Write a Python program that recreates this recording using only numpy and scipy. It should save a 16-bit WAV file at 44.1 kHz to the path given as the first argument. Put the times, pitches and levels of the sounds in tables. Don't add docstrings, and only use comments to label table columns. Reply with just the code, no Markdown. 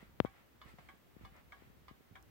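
import sys
import numpy as np
from scipy import signal
from scipy.fft import rfft, irfft, next_fast_len
from scipy.io import wavfile

SR = 44100
rng = np.random.default_rng(int(sys.argv[2]) if len(sys.argv) > 2 else 0)


def store_pcm(level_fs):
    pcm = np.round(np.clip(level_fs, -1, 1) * 32767).astype(np.int16)
    wavfile.write(sys.argv[1], SR, np.atleast_2d(pcm).T)


N = 101429

# pitch_hz, tick_db, tock_db (relative levels), t60_s
CASE_MODES = [(776, -3.5, -2.5, 0.18), (1038, -2, 1.5, 0.09), (1116, 2, -5, .2), (1204, 2, 10, 0.066),
              (1383, -12, -22, 0.11), (1522, -0.5, -37, 0.16), (1657, 2, -2.5, 0.14),
              (2040, -11, -6.5, 0.12), (2201, 3, 3.5, 0.072), (2275, 11.5, -1, 0.03), (2947, -29, -4, 0.15),
              (3186, -1.5, -9, 0.062), (3473, -17, 10, 0.022)]


def amp(db):
    return 10 ** (np.asarray(db) / 20)


def unit(x):
    return x / np.sqrt(np.mean(x ** 2) + 1e-20)


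def decay(t, t60_s):
    return np.exp(-np.log(1000) * t / t60_s)


def along(points, hz):
    point_hz, value = np.transpose(points)
    return np.interp(np.log(hz + 1), np.log(point_hz + 1), value)


def spectrum(points):
    return lambda hz: amp(along(points, hz))


def dull(hz, edge_hz):
    return 1 / np.sqrt(1 + (hz / edge_hz) ** 4)


def filtered(x, gain):
    n = x.shape[-1]
    padded = next_fast_len(n + 8192)
    hz = np.fft.rfftfreq(padded, 1 / SR)
    return irfft(rfft(x, padded) * gain(hz), padded)[..., :n]


def noise(gain, size, alike=0):
    white = rng.standard_normal((3, size))
    share = np.clip(alike, 0, 1)
    stereo = np.sqrt(1 - share) * white[:2] + np.sqrt(share) * white[2]
    return unit(filtered(stereo, gain))


def impulse(gain, size=8192):
    hz = np.fft.rfftfreq(size, 1 / SR)
    cepstrum = irfft(np.log(np.maximum(gain(hz), 1e-6)))
    cepstrum[1:size // 2] *= 2
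    cepstrum[size // 2 + 1:] = 0
    pulse = irfft(np.exp(rfft(cepstrum)))[:size // 2]
    return pulse / np.abs(pulse).max()


def add(track, start_s, sound):
    first = max(round(start_s * SR), 0)
    part = track[..., first:][..., :sound.shape[-1]]
    part += sound[..., :part.shape[-1]]


def in_room(x, wet_db):
    # band_hz, t60_s
    room_decay = [(150, 0.067), (1000, 0.14), (3000, 0.18), (10000, 0.067)]
    hz, t, bands = signal.stft(rng.standard_normal((2, SR // 2)), SR, nperseg=256)
    fade = decay(t, along(room_decay, hz)[:, None])
    tail = signal.istft(bands * fade, SR, nperseg=256)[1]
    tail = tail / np.linalg.norm(tail[0])
    out = amp(wet_db) * signal.fftconvolve(x, tail, axes=1)
    add(out, 0, x)
    return out


def background():
    # time_s, level_db
    handling = [(0, -66), (.29, -64), (.36, -77), (.62, -69), (.69, -60.5), (.79, -69), (.9, -62.5),
                (.97, -74), (1.14, -68), (1.25, -59), (1.34, -66), (1.42, -68), (1.58, -69), (1.68, -65),
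                (1.83, -66), (1.96, -74), (2.08, -81), (2.15, -64), (2.3, -65)]
    # (per Hz, relative)
    rumble_colour = [(20, -29), (38, -22), (55, 6), (75, -1), (140, -7.5), (260, -13), (600, -26),
                     (1500, -59.5)]
    # (per Hz, relative)
    air_colour = [(20, -17), (38, -19), (55, -6), (125, -12.5), (250, -11), (500, -17), (1000, -20),
                  (2000, -23), (3200, -27.5), (5000, -33), (7500, -35.5), (10000, -37.5), (13000, -32),
                  (15700, -29.5)]
    air_db, air_alike = -66.5, 0.049
    hand_db = np.interp(np.arange(N) / SR, *np.transpose(handling))
    rumble = amp(hand_db) * noise(spectrum(rumble_colour), N, alike=.1)
    air = amp(air_db) * noise(spectrum(air_colour), N, alike=air_alike)
    return rumble + air


def rustles():
    # crest_s, half_length_s, level_db, dull_above_hz
    swells = [(-0.018, 0.059, -62, 3780), (0.373, 0.048, -67, 2800), (0.693, 0.031, -62, 4700),
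              (0.848, 0.078, -69.5, 5500), (1.242, 0.04, -66.5, 3500), (1.372, 0.032, -62.5, 2310),
              (1.6, 0.076, -69, 3700)]
    # (per Hz, relative)
    rub_colour = [(200, -13), (600, -3), (1270, -4), (1365, 1.5), (1460, -7.5), (1750, -4), (2000, 0),
                  (2350, -4.5), (2800, -7.5), (4000, -11), (4800, -12.5), (6500, -19), (7300, -10),
                  (9000, -11), (14000, -11)]
    # start_s, level_db, left_right_db
    snaps = [(0.2493, -54.5, 8), (1.366, -58, -12), (2.227, -54.5, -16)]
    # band_hz, level_db (relative)
    snap_colour = [(2500, -34), (5500, 6), (7500, 1), (11000, -2), (15500, -4)]
    out, t = np.zeros((2, N)), np.arange(N) / SR
    for crest_s, half_s, level_db, edge_hz in swells:
        swell = np.exp(-.5 * ((t - crest_s) / half_s) ** 2)
        rub = noise(lambda hz: spectrum(rub_colour)(hz) * dull(hz, edge_hz), N)
        out += amp(level_db) * swell * rub
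    for start_s, level_db, pan_db in snaps:
        side_db = level_db + pan_db * np.array([[.5], [-.5]])
        add(out, start_s, amp(side_db) * impulse(spectrum(snap_colour)))
    return out


def tap():
    # band_hz, level_db (relative)
    tap_colour = [(40, -34), (100, -3), (175, 17), (280, -8), (450, 3), (850, 0.5), (1300, -5), (2600, -10),
                  (4500, -25), (6500, -26), (12000, -56)]
    start_s, level_db, room_db = 0.7855, -45, 5
    out = np.zeros((2, N))
    pulse = impulse(spectrum(tap_colour))
    add(out, start_s, amp(level_db) * in_room(np.array([pulse, pulse]), room_db))
    return out


def bumps():
    # start_s, level_db, dull_above_hz, left_right_db (positive is nearer the left)
    contacts = [(0.028, -43.5, 270, -18), (0.094, -55, 217, -2), (0.2021, -7, 6200, 25),
                (0.2488, -20.5, 830, 22.5), (0.658, -46, 107, -27), (0.688, -62, 81, -24),
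                (0.739, -47.5, 140, 35), (0.938, -50.5, 300, -14), (1.1655, -42.5, 235, 25),
                (1.211, -45, 246, -24), (1.235, -48, 81, -25), (1.269, -73, 90, -24),
                (1.322, -55.5, 78.6, -6), (1.477, -54.5, 119, 20), (1.622, -46.5, 440, 18),
                (1.674, -52.5, 89, -13), (1.700, -53, 160, 20), (1.77, -54.5, 68.4, 17),
                (1.819, -63, 60, -7), (1.9114, -43, 216, 36), (2.007, -51.5, 397, -19),
                (2.111, -47.5, 66.4, -18), (2.123, -51.5, 128, -9)]
    # band_hz, level_db (relative)
    shell = [(30, -58.5), (50, -25.5), (75, -5), (115, 4), (160, 3.5), (230, 5.5), (350, 3), (520, 3.5),
             (760, -3.5), (1100, -4), (2000, -13), (3200, -17), (5000, -33.5), (7500, -44.5),
             (15000, -27.5)]
    sway_hz, sway_db, sway_t60_s, sway_rise_s = 110.3, -12, 0.032, 0.0032
    far_dull_hz, far_lag_s = 2200, 0.00025
    room_db = -36
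    out = np.zeros((2, N))
    for start_s, level_db, edge_hz, pan_db in contacts:
        push = lambda hz: spectrum(shell)(hz) * dull(hz, edge_hz)
        near = impulse(push)
        t = np.arange(len(near)) / SR
        rise = 1 - np.exp(-(t / sway_rise_s) ** 2)
        sway = np.sin(2 * np.pi * sway_hz * t) * decay(t, sway_t60_s) * rise
        near = near + amp(sway_db) * sway
        far_push = impulse(lambda hz: push(hz) * dull(hz, far_dull_hz))
        far = np.zeros_like(near)
        add(far, far_lag_s, amp(-abs(pan_db)) * far_push)
        sides = np.array([near, far] if pan_db > 0 else [far, near])
        add(out, start_s, -amp(level_db) * in_room(sides, room_db))
    return out


def beats(strokes, mode_db, clatter_colour, clatter_t60_s):
    attack_s, ring_db, clatter_db, room_db = 0.0013, -1, 2, -4.5
    ring_body_s = 0.012
    mode_scatter_db = 1
    mode_spread_rad = 0.71
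    out, t = np.zeros((2, N)), np.arange(SR // 3) / SR
    mode_hz, _, _, mode_t60_s = np.transpose(CASE_MODES)
    count = len(mode_hz)
    for start_s, level_db in strokes:
        gains = amp(mode_db + mode_scatter_db * rng.standard_normal(count))
        phase = rng.uniform(0, 2 * np.pi, count) + mode_spread_rad * rng.standard_normal((2, count))
        tones = np.sin(2 * np.pi * mode_hz[:, None] * t + phase[..., None])
        modes = tones * decay(t, mode_t60_s[:, None])
        ring = (gains[:, None] * modes).sum(axis=1)
        energy = np.sum(ring ** 2, axis=1, keepdims=True)
        ring = ring / np.sqrt(energy / (ring_body_s * SR))
        clatter = noise(spectrum(clatter_colour), len(t)) * decay(t, clatter_t60_s)
        attack = 1 - np.exp(-t / attack_s)
        beat = (amp(ring_db) * ring + amp(clatter_db) * clatter) * attack
        add(out, start_s, amp(level_db) * in_room(beat, room_db))
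    return out


def clock():
    # start_s, level_db
    tick_strokes = [(0.2532, -52.5), (0.8872, -54.5), (1.5205, -52.5), (2.1538, -54)]
    tock_strokes = [(0.6148, -54), (1.2488, -55), (1.8815, -55.5)]
    # (per Hz, relative)
    tick_clatter = [(150, -18), (500, 6), (1100, 11), (2250, 9), (2600, -10), (3400, 4), (4100, -9),
                    (8000, -16.5), (14000, -30)]
    tock_clatter = [(150, -47), (500, -10), (1100, 3.5), (1500, -6.5), (2250, -5), (2600, -20), (3600, -10),
                    (4800, -12.5), (6500, -26), (14000, -34)]
    _, tick_db, tock_db, _ = np.transpose(CASE_MODES)
    ticks = beats(tick_strokes, tick_db, tick_clatter, clatter_t60_s=0.067)
    tocks = beats(tock_strokes, tock_db, tock_clatter, clatter_t60_s=0.051)
    return ticks + tocks


def scene():
    return background() + rustles() + tap() + bumps() + clock()


def record(dry):
    top_hz = 15900
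    return filtered(dry, lambda hz: hz < top_hz)


dry = scene()
out = record(dry)
store_pcm(out)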